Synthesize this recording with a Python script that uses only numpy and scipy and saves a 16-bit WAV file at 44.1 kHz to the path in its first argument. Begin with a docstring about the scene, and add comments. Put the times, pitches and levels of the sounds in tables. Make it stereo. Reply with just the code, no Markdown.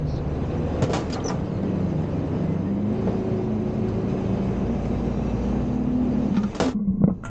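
"""A diesel drones and hisses on a front-loading garbage truck, with a few squeaks, heard from its roof.
Exhaust, pump and fan tones follow one turning shaft; filtered noise makes the rumble, roar, air and oil hiss.
Clanks and bangs of a steel dumpster, and a few faint bumps in the drone, are bursts of ringing chatter.
Then it tips: lids rattle, panels and bags boom into the hopper as gliding or wobbling notes,
the sound turns muffled and hollow for half a second, and a hard container clinks."""
import sys
import numpy as np
from scipy import signal
from scipy.fft import rfft, irfft, next_fast_len
from scipy.io import wavfile

SR = 44100
rng = np.random.default_rng(int(sys.argv[2]) if len(sys.argv) > 2 else 0)


def to_wav(s):
    """Save 16-bit WAV."""
    ch = np.atleast_2d(s).T  # columns
    pcm = np.round(np.clip(ch, -1, 1) * 32767)  # PCM
    wavfile.write(sys.argv[1], SR, pcm.astype(np.int16))


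N = 321914
TIME = np.arange(N) / SR
# Throughout, t60 is the time a sound takes to fade by 60 dB.


def amp(db):
    """Turns decibels into a plain multiplier."""
    return 10 ** (np.asarray(db) / 20)


def unit(x):
    """Scales a sound to an rms (average strength) of 1."""
    return x / np.sqrt(np.mean(x ** 2) + 1e-20)


def curves(rows):
    """Draws each column of a timed table as a curve with a value at every sample."""
    s, *columns = np.transpose(rows)
    return [np.interp(TIME, s, column) for column in columns]


def read(points, hz):
    """Reads a spectrum table at the given frequencies, joining its points on a log pitch scale."""
    f, value = np.transpose(points)
    return np.interp(np.log(hz + 1), np.log(f), value)


def colour(x, points):
    """Shapes a sound's balance of pitches with a spectrum table, then scales it to rms 1."""
    size = next_fast_len(len(x))
    gain = amp(read(points, np.fft.rfftfreq(size, 1 / SR)))
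    return unit(irfft(rfft(x, size) * gain, size)[:len(x)])


def band(x, lo_hz, hi_hz, order=2):
    """Keeps mainly the pitches between two limits."""
    sos = signal.butter(order, [lo_hz, min(hi_hz, SR / 2 - 1)], "band", fs=SR, output="sos")
    return signal.sosfilt(sos, x)


def wander(hz):
    """Makes a smooth random curve of rms 1 that changes up to about hz times a second."""
    step = int(np.clip(SR / hz / 16, 1, 128))  # drawn at every step-th sample, then joined up
    size = next_fast_len(N // step + 2)
    f = np.fft.rfftfreq(size, step / SR)
    slow = irfft(rfft(rng.standard_normal(size)) / (1 + (f / hz) ** 4), size)
    return unit(np.interp(np.arange(N) / step, np.arange(size), slow))


def add(mix, s, sound):
    """Mixes a sound in at time s."""
    part = mix[max(round(s * SR), 0):][:len(sound)]
    part += sound[:len(part)]


def panels(x, t60, wet_db):
    """Adds the dense, fading echoes that bounce between the truck's steel panels."""
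    t = np.arange(SR // 3) / SR
    echo_here = rng.random(len(t)) < 2500 / SR  # about 2500 echoes a second
    taps = rng.standard_normal(len(t)) * echo_here * amp(-60 * t / t60)
    echoes = signal.fftconvolve(x, taps / np.linalg.norm(taps))[:N]
    return x + amp(wet_db) * echoes


def ringing(modes, t):
    """A steel part's answer to one contact: fading tones, wider ones fading faster, with energy 1."""
    ring = 0
    for hz, width, db in modes:
        ring = ring + amp(db) * width * np.exp(-np.pi * width * t) * np.cos(2 * np.pi * hz * t)
    return ring / np.linalg.norm(ring)


def rattle(t, t60, hold=0., spread=0.75):
    """A hard first contact; loose parts chatter for the hold time, then die away."""
    # a larger spread makes the shower of contacts more uneven
    shower = rng.standard_normal(len(t)) * np.exp(spread * rng.standard_normal(len(t)))
    contact = 1 + 0.44 * np.exp(-t / 0.0046)
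    return unit(shower) * contact * amp(-60 * np.maximum(t - hold, 0) / t60)


# How fast the engine shaft turns: (time [s], speed [turns per second])
SHAFT_SPEED = [(0.0, 24.2), (0.25, 23.4), (0.72, 26.0), (1.0, 25.5), (1.42, 30.8), (1.65, 31.8),
               (1.9, 29.8), (2.17, 28.4), (2.55, 30.4), (2.8, 33.1), (3.02, 36.3), (3.3, 35.6),
               (3.63, 34.6), (4.2, 36.4), (5.0, 38.3), (5.55, 39.2), (5.97, 40.6), (6.3, 39.9)]


def shaft():
    """One shaft drives the machines; adding up its speed counts the turns so far."""
    speed, = curves(SHAFT_SPEED)
    return speed, np.cumsum(speed) / SR


RELEASE_S, TONE_FADE_S, ROAR_FADE_S = 6.263, 0.19, 0.4
TONE_DROP_DB, ROAR_DROP_DB = -17, -11


def released(fade_s):
    """0 under throttle; rises to 1 once it is let go as the arms reach the top."""
    return np.clip((TIME - RELEASE_S) / fade_s, 0, 1)


ROAR_DB, ROAR_PER_LOAD = -28.5, 0.71  # level at load 0, and growth [dB per dB of load]
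# How hard the hydraulics work; also sets the roar, fan and hiss: (time [s], level [dB])
HYDRAULIC_LOAD = [(0, -5), (.3, -0.5), (.8, 4), (1.1, 1.5), (1.4, -0.5), (1.65, -0.5), (2.4, 0.5),
                  (2.8, -4), (3.08, 3), (3.55, -1.5), (4.1, 2), (5.55, 2), (5.95, -2.5), (6.25, 1),
                  (6.7, 4), (6.8, -1.5)]


def roar_level():
    """The engine's roar in dB: it follows the load and sinks when the throttle is let go."""
    return ROAR_DB + ROAR_PER_LOAD * curves(HYDRAULIC_LOAD)[0] + ROAR_DROP_DB * released(ROAR_FADE_S)


TONE_WAVER_DB, TONE_WAVER_HZ, TONE_JITTER_RAD = 1.7, 7, .07


def tone(turns, multiple):
    """A slightly unsteady tone locked to the shaft, at about rms 1."""
    phase = 2 * np.pi * (multiple * turns + rng.random()) + TONE_JITTER_RAD * wander(TONE_WAVER_HZ)
    return amp(TONE_WAVER_DB * wander(TONE_WAVER_HZ)) * np.sqrt(2) * np.sin(phase)


def resonance_gain(hz, modes):
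    """How strongly a set of resonances passes a tone at pitch hz: most at their centres."""
    power = 0
    for centre, width, db in modes:
        power = power + (amp(db) / (1 + (2 * (hz - centre) / width) ** 2)) ** 2
    return np.sqrt(power)


# what each machine repeats, in multiples of the shaft speed
EXHAUST_MULTIPLES, PUMP_MULTIPLES, FAN_MULTIPLES = (1.5, 3), (5.25, 10.5), (6.15,)
FAN_PER_LOAD = -0.65  # dB per dB: the fan tone stands out when the load eases
DIP_S, DIP_HALF_LENGTH_S, DIP_DB = 1.17, 0.37, -9.5
# Resonances the machines' tones swell in: (centre [Hz], width [Hz], peak level [dB])
EXHAUST_RESONANCES = [(37, 9, -38), (58.2, 5.9, -30.5), (70.7, 7, -31), (78.1, 4.9, -28), (87.2, 20, -33),
                      (107.6, 21, -32.5)]
PUMP_RESONANCES = [(125, 18, -35.5), (157.3, 25, -28), (192.7, 11, -28.5), (209, 14, -28.5),
                   (274, 33, -46.5), (372.3, 30, -32.5)]
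FAN_RESONANCES = [(152, 36, -30.5), (188, 12, -31), (203.8, 26, -24), (240, 22, -29), (249.5, 12, -26.5)]
# Faint whines of gears and pump: (multiple of shaft speed [1], level against trimmed roar [dB])
GEAR_WHINES = [(2.25, -12.5), (3.75, -7), (12.3, -16.5), (15.75, -18), (18.45, -18.5), (19.6, -20.5),
               (21, -25), (61.5, -30), (68.25, -28)]


def drone(speed, turns):
    """Exhaust, pump and fan tones glide with the shaft through their resonances; gears whine faintly."""
    def machine(multiples, modes):
        """Each tone gets louder as its pitch nears a resonance."""
        return sum(resonance_gain(k * speed, modes) * tone(turns, k) for k in multiples)
    exhaust = machine(EXHAUST_MULTIPLES, EXHAUST_RESONANCES)
    pump = machine(PUMP_MULTIPLES, PUMP_RESONANCES)
    fan = machine(FAN_MULTIPLES, FAN_RESONANCES) * amp(FAN_PER_LOAD * curves(HYDRAULIC_LOAD)[0])
    whine = amp(roar_level() - 2.5) * sum(amp(db) * tone(turns, k) for k, db in GEAR_WHINES)
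    # the tones dip briefly while the bin jolts on the forks
    dip = np.exp(-((TIME - DIP_S) / DIP_HALF_LENGTH_S) ** 4)
    return (exhaust + pump + fan + whine) * amp(DIP_DB * dip + TONE_DROP_DB * released(TONE_FADE_S))


FIRINGS_PER_TURN = 3
RUMBLE_SWAY_DB, RUMBLE_SWAY_HZ = 2, 7
# Low rumble under throttle, and thinner once let go: (pitch [Hz], relative level [dB per Hz])
LOADED_RUMBLE = [(15, -13.5), (30, -5), (45, -1.5), (80, 2.5), (130, 4.5), (200, -6), (400, -44.5)]
THIN_RUMBLE = [(15, -6), (35, 0), (55, -2), (90, -0.5), (140, -2.5), (200, -8), (400, -38.5)]
THIN_RUMBLE_DB = -3  # against the loaded rumble
# How loud the low rumble is, before its sway: (time [s], level [dB])
RUMBLE_LOUDNESS = [(0, -36), (.8, -41), (1.25, -29), (1.5, -33.5), (1.8, -40), (2.3, -39), (3.6, -39.5),
                   (4.4, -34), (5.5, -31.5), (6.2, -39.5), (6.6, -35), (7.1, -31.5)]
# Balance of pitches in the roar: (pitch [Hz], relative level [dB per Hz])
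ROAR_SPECTRUM = [(70, -15), (140, 2), (250, 0), (330, -2.5), (480, -4.5), (680, -10.5), (850, -14),
                 (1200, -20), (1700, -23), (3000, -29), (7000, -64.5)]


def engine(turns):
    """Each firing puffs gas and knocks on the block; part of the clatter repeats every two turns."""
    firing = FIRINGS_PER_TURN * turns
    strength = amp(1.7 * rng.standard_normal(N // 100))[firing.astype(int)]  # one per firing
    puffs = 3.2 + strength * np.exp(-(firing % 1) / 0.25)
    cycle = rng.standard_normal(2048)
    valves = np.interp(turns / 2, np.arange(len(cycle)) / len(cycle), cycle, period=1)
    clatter = rng.standard_normal(N) + .55 * valves
    surge_db = .6 * wander(10)
    roar = colour(clatter * puffs, ROAR_SPECTRUM) * amp(roar_level() + surge_db)
    noise, let_go = rng.standard_normal(N), released(TONE_FADE_S)
    loaded = (1 - let_go) * colour(noise, LOADED_RUMBLE)
    thin = let_go * amp(THIN_RUMBLE_DB) * colour(noise, THIN_RUMBLE)
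    rumble_db = curves(RUMBLE_LOUDNESS)[0] + RUMBLE_SWAY_DB * wander(RUMBLE_SWAY_HZ)
    return (loaded + thin) * amp(rumble_db) + roar


WASH_LO_HZ, WASH_HI_HZ = 231, 331
# Air churned by the fan, before the throttle drop: (time [s], level [dB])
FAN_AIR = [(0, -46), (1.2, -43), (1.7, -32.5), (2.7, -33), (3.2, -37.5), (4.2, -41.5), (5.2, -37),
           (6.2, -38)]


def fan_wash():
    """The cooling fan churns air in a low band, which sinks when the throttle is let go."""
    churn = unit(band(rng.standard_normal(N), WASH_LO_HZ, WASH_HI_HZ))
    return churn * amp(curves(FAN_AIR)[0] + TONE_DROP_DB * released(TONE_FADE_S))


OIL_DB = -47  # at load 0
# Balance of pitches in the oil's hiss: (pitch [Hz], relative level [dB per Hz])
OIL_SPECTRUM = [(500, -15), (1300, 0.5), (2100, 1), (2800, 0.5), (3600, 1.5), (4800, 0.5), (5900, -3),
                (7000, -9), (8000, -12), (9500, -24.5)]


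def hydraulics(turns):
    """Oil hisses through valves in shifting patches, pulsing with the engine and ringing in steel pipes."""
    load_db, = curves(HYDRAULIC_LOAD)
    pulse = 1 + 0.05 * np.cos(2 * np.pi * FIRINGS_PER_TURN * turns)
    piped = panels(rng.standard_normal(N) * pulse, t60=0.027, wet_db=-6.5)
    z = signal.stft(piped, nperseg=512)[2]
    # smooth random patches over pitch and time make parts of the hiss louder or softer
    blur = np.outer(np.hanning(8), np.hanning(10))
    patches = unit(signal.fftconvolve(rng.standard_normal(z.shape), blur, "same"))
    hiss = signal.istft(z * amp(2.3 * patches), nperseg=512)[1][:N]
    flutter_db = .7 * wander(18)
    return colour(hiss, OIL_SPECTRUM) * amp(OIL_DB + load_db + flutter_db)


VALVE_LO_HZ, VALVE_HI_HZ = 5750, 6850
# The valve sings up as the arms near the top: (time [s], level [dB])
VALVE_LEVEL = [(2.8, -76.5), (3.4, -62.5), (4.4, -63), (5.0, -59), (5.7, -56.5), (5.95, -63), (6.25, -56),
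               (6.7, -53.5)]


def valve():
    """Oil squeezes through a valve in a narrow, ringing hiss, very faint at first."""
    jet = panels(rng.standard_normal(N), t60=.2, wet_db=-0.5)
    return unit(band(jet, VALVE_LO_HZ, VALVE_HI_HZ, order=3)) * amp(curves(VALVE_LEVEL)[0])


SQUEAK_FLUTTER_DB, SQUEAK_FLUTTER_HZ = 2, 45
# Squeaks, whistles and a long, faint rising whine: (time [s], length [s], first pitch [Hz],
# last pitch [Hz], level before fades and echoes [dB], unsteadiness [share of the pitch])
SQUEAK_NOTES = [(0.047, 0.17, 4400, 3980, -45, 0.08), (0.048, 0.14, 5320, 5450, -47.5, 0.06),
                (0.45, 0.42, 485, 505, -37, .05), (1.121, 0.009, 6820, 6670, -38, .012),
                (1.126, 0.015, 4900, 4770, -25.5, .022), (1.135, 0.028, 4300, 4260, -35, 0.025),
                (1.199, 0.008, 3150, 3250, -38, .03), (1.2, 0.009, 3760, 3800, -39, .03),
                (1.241, 0.011, 6060, 6020, -27.5, .006), (1.256, 0.019, 5950, 5930, -24.5, .012),
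                (1.274, 0.025, 5920, 5840, -30, .025), (1.28, 0.012, 5450, 5390, -22.5, 0.034),
                (1.292, .009, 5400, 5270, -31.5, 0.034), (1.504, 0.1, 4340, 4250, -54, .012),
                (1.817, 0.058, 4150, 4050, -53, .012), (2.147, 0.086, 2385, 2380, -51, .004),
                (2.33, 0.13, 2985, 3030, -52, .004), (2.466, 0.09, 2045, 2050, -50, .004),
                (2.65, 0.088, 1830, 1880, -48, .004), (4.782, 0.86, 5360, 5940, -57.5, 0.021),
                (5.202, 0.14, 2630, 2640, -50.5, 0.006)]


def squeaks():
    """Squeaks, whistles and a long, faint rising whine: unsteady gliding tones that fade in and out."""
    out = np.zeros(N)
    for s, length, first_hz, last_hz, db, unsteady in SQUEAK_NOTES:
        size = int(length * SR)
        hz = np.linspace(first_hz, last_hz, size) * (1 + unsteady * wander(500)[:size])
        flutter = unit(amp(SQUEAK_FLUTTER_DB * wander(SQUEAK_FLUTTER_HZ)[:size]))
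        glide = np.sqrt(2) * np.sin(2 * np.pi * np.cumsum(hz) / SR)
        fade = signal.windows.tukey(size, .5)
        add(out, s, amp(db) * flutter * glide * fade)
    return panels(out, t60=.1, wet_db=-11)


BOUNCES_PER_S, BOUNCE_S, BOUNCE_SIZE = 200, .0015, 1.2


def bounces(t):
    """A firm first contact, then uneven renewed ones that break a rattle into clumps."""
    contacts = (rng.random(len(t)) < BOUNCES_PER_S / SR) * rng.uniform(.4, 1.1, len(t))
    contacts[0] = 1
    return 1 + BOUNCE_SIZE * signal.lfilter([1], [1, -np.exp(-1 / (BOUNCE_S * SR))], contacts)


# stronger clangs ring longer: t60 at a clang of HARD_CLANG_DB, and its growth [dB per dB]
CLANK_T60_S, HARD_CLANG_DB, RING_GROWTH = 0.43, -19, 0.54
STRIKE_S, STRIKE_DB = 0.00013, 7  # the first push; level against its clang
# Clanks and bangs, with a few faint bumps in the drone; levels before a shared trim and echoes:
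# (time [s], thud level [dB], clang level [dB], crash level [dB], chatter [s])
CLANKS_AND_BUMPS = [(0.822, -45, -51, -27, 0.017), (0.824, -17.5, -35, -30, 0.0036),
                    (0.8387, -27, -43, -32.5, .006), (0.8962, -24.5, -36, -34, 0.028),
                    (0.933, -21, -22.5, -21.5, 0.007), (0.9461, -30, -29, -31, 0.0055),
                    (0.957, -26, -34, -32, .002), (1.004, -39, -43, -42, .002),
                    (1.10, -47, -42, -33, 0.012), (1.1259, -35, -36, -29, 0.004),
                    (1.139, -44, -46, -31, 0.0027), (1.155, -48, -27.5, -54, 0.0024),
                    (1.203, -43, -49, -47, .003), (1.25, -24.5, -38, -38, 0.019),
                    (1.284, -26.5, -27.5, -32.5, 0.02), (1.633, -30, -42, -49, 0.014),
                    (1.804, -40, -39, -49, 0.0036), (1.845, -40, -41, -51, .006),
                    (2.35, -28, -44, -54, 0.015), (2.405, -32.5, -48, -56, .004),
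                    (3.073, -23.5, -40, -51.5, .004), (3.885, -37, -45.5, -43, 0.004),
                    (4.854, -46, -43, -43.5, .004), (6.531, -40, -37.5, -55, .002),
                    (6.549, -31.5, -34.5, -30.5, 0.021), (6.6007, -17, -22, -18.5, 0.008),
                    (6.655, -30.5, -35, -33, 0.027), (6.683, -27.5, -38, -48, .003)]
# What the bin's walls ring with: (pitch [Hz], width [Hz], relative level [dB])
BIN_WALLS = [(458, 15, -7.5), (674, 40, 6), (735, 160, -2.5), (966, 14, -0.5), (1178, 37, 2.5),
             (1335, 18, -2.5), (1630, 9.9, -5), (1850, 12, -9), (2250, 18, -10.5), (2900, 22, -12.5),
             (3520, 40, -17.5), (3680, 37, -16), (5170, 50, -18), (6450, 35, -18)]
# Balance of pitches in the bright crash: (pitch [Hz], relative level [dB per Hz])
CRASH_SPECTRUM = [(700, -40), (1700, -5.5), (3000, 3), (4200, 0.5), (5500, -0.5), (7200, -3), (8200, -9),
                  (9500, -15)]


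def clanks():
    """Clanks, bangs and a few faint bumps: each is a short push and a chatter through the same wall tones."""
    t, out = np.arange(SR // 2) / SR, np.zeros(N)
    walls = ringing(BIN_WALLS, t)
    attack = t < .02  # each part's level is set over its first 20 ms
    strike = (1 - t / STRIKE_S) * np.exp(-t / STRIKE_S)
    for s, thud_db, clang_db, crash_db, hold in CLANKS_AND_BUMPS:
        t60 = CLANK_T60_S * amp(RING_GROWTH * (clang_db - HARD_CLANG_DB))
        chatter = rattle(t, t60, hold, spread=0.56) * bounces(t)
        ring = signal.fftconvolve(chatter, walls)[:len(t)]
        thud = band(rattle(t, t60 * 0.63, hold, spread=0.12), 75, 520)
        clang = band(0.59 * ring + chatter, 620, 2100)
        crash = colour(chatter + 0.52 * ring, CRASH_SPECTRUM) * (1 - t / t[-1])
        add(out, s, amp(clang_db + STRIKE_DB) * strike)
        for part, db in (thud, thud_db), (clang, clang_db), (crash, crash_db):
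            add(out, s, amp(db - 2.0) * part / part[attack].std())
    return panels(out, t60=0.13, wet_db=-7.5)


BOOM_WOBBLE_DEPTH_HZ, BOOM_WOBBLE_HZ = 3.5, 35
BEND_S = 0.00073  # how quickly a sharp start drops to the settled pitch


def boom(t, hz, swell, t60, bend_hz=0):
    """A panel's note swells, wobbles under the shifting load and dies; bend_hz starts it sharp."""
    wobble_hz = BOOM_WOBBLE_DEPTH_HZ * wander(BOOM_WOBBLE_HZ)[:len(t)]
    bend = bend_hz * BEND_S * (1 - np.exp(-t / BEND_S))
    cycles = hz * t + np.cumsum(wobble_hz) / SR + bend
    return np.sin(2 * np.pi * cycles) * (1 - np.exp(-t / swell)) * amp(-60 * t / t60)


def crunch(t, floor):
    """Loose contents settle on the hopper floor: a short rattle rings it."""
    return band(signal.fftconvolve(rattle(t, 0.1, 0.0051), floor)[:len(t)], 340, 2400)


BOOM_T60_S, BOOM_T60_PER_SWELL, BOOM_CRUNCH_DB = 0.15, 4.3, -30.5  # slow pushes boom longer
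# a heavy bag stiffens the floor for an instant, so the thud starts high and drops
THUD_SWELL_S, THUD_T60_S, THUD_BEND_HZ = 0.00072, 0.063, 430
CAN_SWELL_S, CAN_BEND_HZ = 0.0011, 120
# The sliding load booms the big panels: (time [s], level before trim [dB], pitch [Hz], swell [s])
PANEL_BOOMS = [(6.308, -15.5, 198, 0.0024), (6.347, -17.5, 215, 0.0033), (6.372, -13, 201, 0.0011),
               (6.434, -15.5, 204, 0.0059), (6.64, -14, 255, 0.022), (6.743, -11.5, 204.4, 0.015),
               (6.794, -11, 198, 0.02), (6.873, -10, 190, 0.012), (6.937, -19, 209, 0.0044),
               (6.974, -19, 191, 0.0055), (7.004, -9, 198, 0.0066), (7.056, -19.5, 202.4, .004),
               (7.105, -18, 181.5, 0.0016)]
# Bags landing on the hopper floor, thud and slap before trims:
# (time [s], thud level [dB], thud pitch [Hz], slap level [dB], crunch level [dB])
BAG_LANDINGS = [(6.789, -35.5, 200, -44, -41), (6.881, -33.5, 200, -41, -45),
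                (7.018, -14.5, 201.4, -44, -35), (7.0394, -6, 168.5, -14, -30), (7.077, -12, 218, -32, -26),
                (7.097, -29.5, 197, -25.5, -26)]
# Cans and tubs knocking inside the bags: (time [s], level [dB], pitch [Hz], t60 [s])
CAN_KNOCKS = [(7.078, -24, 460, 0.12), (7.076, -27, 2010, 0.046), (7.096, -34, 1055, 0.082),
              (7.098, -23.5, 1280, 0.1)]
# The floor's quick upper ringing: (pitch [Hz], width [Hz], relative level [dB])
HOPPER_FLOOR = [(98, 27, -9), (330, 60, 1), (486, 90, 3), (740, 63, -10.5), (1080, 70, -20.5),
                (1270, 81, -6.5), (2050, 220, -19)]


def hopper():
    """The load makes big panels boom; bags slap the floor, their contents crunch, and cans knock."""
    t, out = np.arange(SR // 2) / SR, np.zeros(N)
    floor = ringing(HOPPER_FLOOR, t)
    slap = band(floor / floor.max(), 60, 2200)
    for s, db, hz, swell in PANEL_BOOMS:
        note = boom(t, hz, swell, BOOM_T60_S + BOOM_T60_PER_SWELL * swell)
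        add(out, s, amp(db + 5.0) * note)
        add(out, s, amp(db + BOOM_CRUNCH_DB) * crunch(t, floor))
    for s, thud_db, hz, slap_db, crunch_db in BAG_LANDINGS:
        thud = boom(t, hz, THUD_SWELL_S, THUD_T60_S, THUD_BEND_HZ)
        add(out, s, amp(thud_db + 6.5) * thud)
        add(out, s, amp(slap_db + 13.0) * slap)
        add(out, s, amp(crunch_db) * crunch(t, floor))
    for s, db, hz, t60 in CAN_KNOCKS:
        add(out, s, amp(db) * boom(t, hz, CAN_SWELL_S, t60, CAN_BEND_HZ))
    return out


LID_STRIKE = .35  # share of the ring that comes from the first contact
# Lids swinging open: (time [s], level before trim [dB], chatter [s], t60 [s])
LID_KNOCKS = [(6.345, -37, 0.01, 0.097), (6.367, -31.5, 0.0069, 0.098), (6.373, -37, 0.011, 0.12),
              (6.433, -33, 0.0099, 0.032)]
# What the lids ring with: (pitch [Hz], width [Hz], relative level [dB])
LID_RESONANCES = [(920, 19, 5.5), (1230, 12, 9), (1370, 70, 5), (1760, 40, -2), (2040, 57, -5.5),
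                  (2370, 130, -13), (3080, 150, -17), (3300, 18, -7), (3600, 80, -13), (4370, 39, -25.5),
                  (5400, 76, -14)]


def lids():
    """The lids knock, ring and chatter on their hinge rod: a rattle sets their resonances going."""
    t, out = np.arange(SR // 3) / SR, np.zeros(N)
    modes = ringing(LID_RESONANCES, t)
    for s, db, hold, t60 in LID_KNOCKS:
        blow = rattle(t, t60, hold, spread=0.9)
        chatter_ring = signal.fftconvolve(blow, modes)[:len(t)]
        first_ring = np.linalg.norm(blow) * modes
        ring = (1 - LID_STRIKE) * chatter_ring + LID_STRIKE * first_ring
        knock = band(blow, 410, 6100, order=4)
        add(out, s, amp(db + 4.0) * (ring + 0.63 * knock))
    return out


# A hard container striking the hopper, levels before trims:
# (time [s], clink level [dB], damping t60 [s], scrape level [dB], rustle level [dB])
CONTAINER_HITS = [(7.237, -24.5, 0.044, -48, -49), (7.251, -25.5, 0.3, -25.5, -35)]
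# What the container rings with, undamped: (pitch [Hz], relative level [dB], t60 [s])
CONTAINER_TONES = [(676, -13, 0.52), (810, -22, .3), (1388, 1, 0.46), (1480, -17, .1), (1960, -12, .45),
                   (2570, -20, .2), (3100, -18, .5)]


def container():
    """A hard container clinks among trash that damps its ring, with a scrape and a rustle of plastic."""
    t, out = np.arange(SR // 3) / SR, np.zeros(N)
    for s, clink_db, damped_t60, scrape_db, rustle_db in CONTAINER_HITS:
        ring = sum(amp(db - 60 * t / t60) * np.sin(2 * np.pi * hz * t) for hz, db, t60 in CONTAINER_TONES)
        scrape = band(rattle(t, 0.2, spread=0.37), 770, 3300, order=6)
        rustle = band(rattle(t, 0.1, 0.0099), 6140, 8500, order=5)
        add(out, s, amp(clink_db + 4.0 - 60 * t / damped_t60) * ring)
        add(out, s, amp(scrape_db + 6) * scrape)
        add(out, s, amp(rustle_db + 16.5) * rustle)
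    return out


# only the lower treble differs between the ears
WIDE_LO_HZ, WIDE_HI_HZ, WIDE_DB, WIDE_T60_S = 2900, 5400, -8, .06


def scene():
    """All sources meet at one point on the roof; the lower treble is a little wide."""
    speed, turns = shaft()
    truck = drone(speed, turns) + engine(turns) + fan_wash() + hydraulics(turns) + valve()
    mix = truck + squeaks() + clanks() + hopper() + lids() + container()
    spread = panels(mix, t60=WIDE_T60_S, wet_db=WIDE_DB) - mix
    side = band(spread, WIDE_LO_HZ, WIDE_HI_HZ, order=10)
    return np.array([mix + side, mix - side])


def resonate(x, hz, width):
    """A resonance of gain 1 that follows the pitch curve hz: shift down, low-pass, shift back."""
    turn = np.exp(2j * np.pi * np.cumsum(hz) / SR)
    low_pass = signal.butter(2, width / 2, fs=SR, output="sos")
    return 2 * (turn * signal.sosfilt(low_pass, x / turn)).real


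EDGE_HZ = 9400  # upper limit of the sound
HOLLOW_SWAY, HOLLOW_SWAY_HZ = .018, 18  # share of the pitch, and how fast it sways
# How muffled the sound is, before each pitch takes its share: (time [s], treble loss [dB])
MUFFLING = [(6.70, 13), (6.73, 18.5), (6.76, 56.5), (7.11, 46), (7.14, 40.5), (7.225, 39.5), (7.238, 25.5)]
# How much of that loss each pitch takes: (pitch [Hz], share [1])
MUFFLE_SHARE = [(400, 0.047), (800, 0.16), (1100, 0.16), (1400, 0.42), (1750, 0.49), (2450, 0.57),
                (3200, 0.69), (5500, 0.73), (7500, 0.7)]
# The microphone's fading treble: (pitch [Hz], level [dB])
MIC_TREBLE = [(7200, -0.5), (8000, -5), (8700, -11), (9400, -19.5)]
# Hollow tones at the most muffled moment: (pitch [Hz], width [Hz], level [dB])
HOLLOW_TONES = [(447, 60, -5), (670, 80, -9), (1070, 190, -6), (1430, 160, -15), (2040, 170, -20)]


def record(dry):
    """The treble closes to a hollow sound as the load slides; then microphone roll-off and band limit."""
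    hz, t, z = signal.stft(dry, SR, nperseg=512, noverlap=384)
    loss_db = read(MUFFLE_SHARE, hz)[:, None] * np.interp(t, *np.transpose(MUFFLING))
    gain = amp(read(MIC_TREBLE, hz)[:, None] - loss_db)
    muffled = signal.istft(z * gain, SR, nperseg=512, noverlap=384)[1][:, :N]
    closed, = curves(MUFFLING)
    depth = ((closed - closed.min()) / np.ptp(closed)) ** 2  # 0 at least muffled, 1 at most
    hollow = np.zeros(N)
    for centre, width, db in HOLLOW_TONES:
        pitch_hz = centre * (1 + HOLLOW_SWAY * wander(HOLLOW_SWAY_HZ))
        hollow += amp(db) * resonate(dry.mean(0), pitch_hz, width)
    limit = signal.firwin(301, EDGE_HZ, window=("kaiser", 9), fs=SR)
    return signal.oaconvolve(muffled + depth * hollow, limit[None], "same")


dry = scene()
out = record(dry)
to_wav(out)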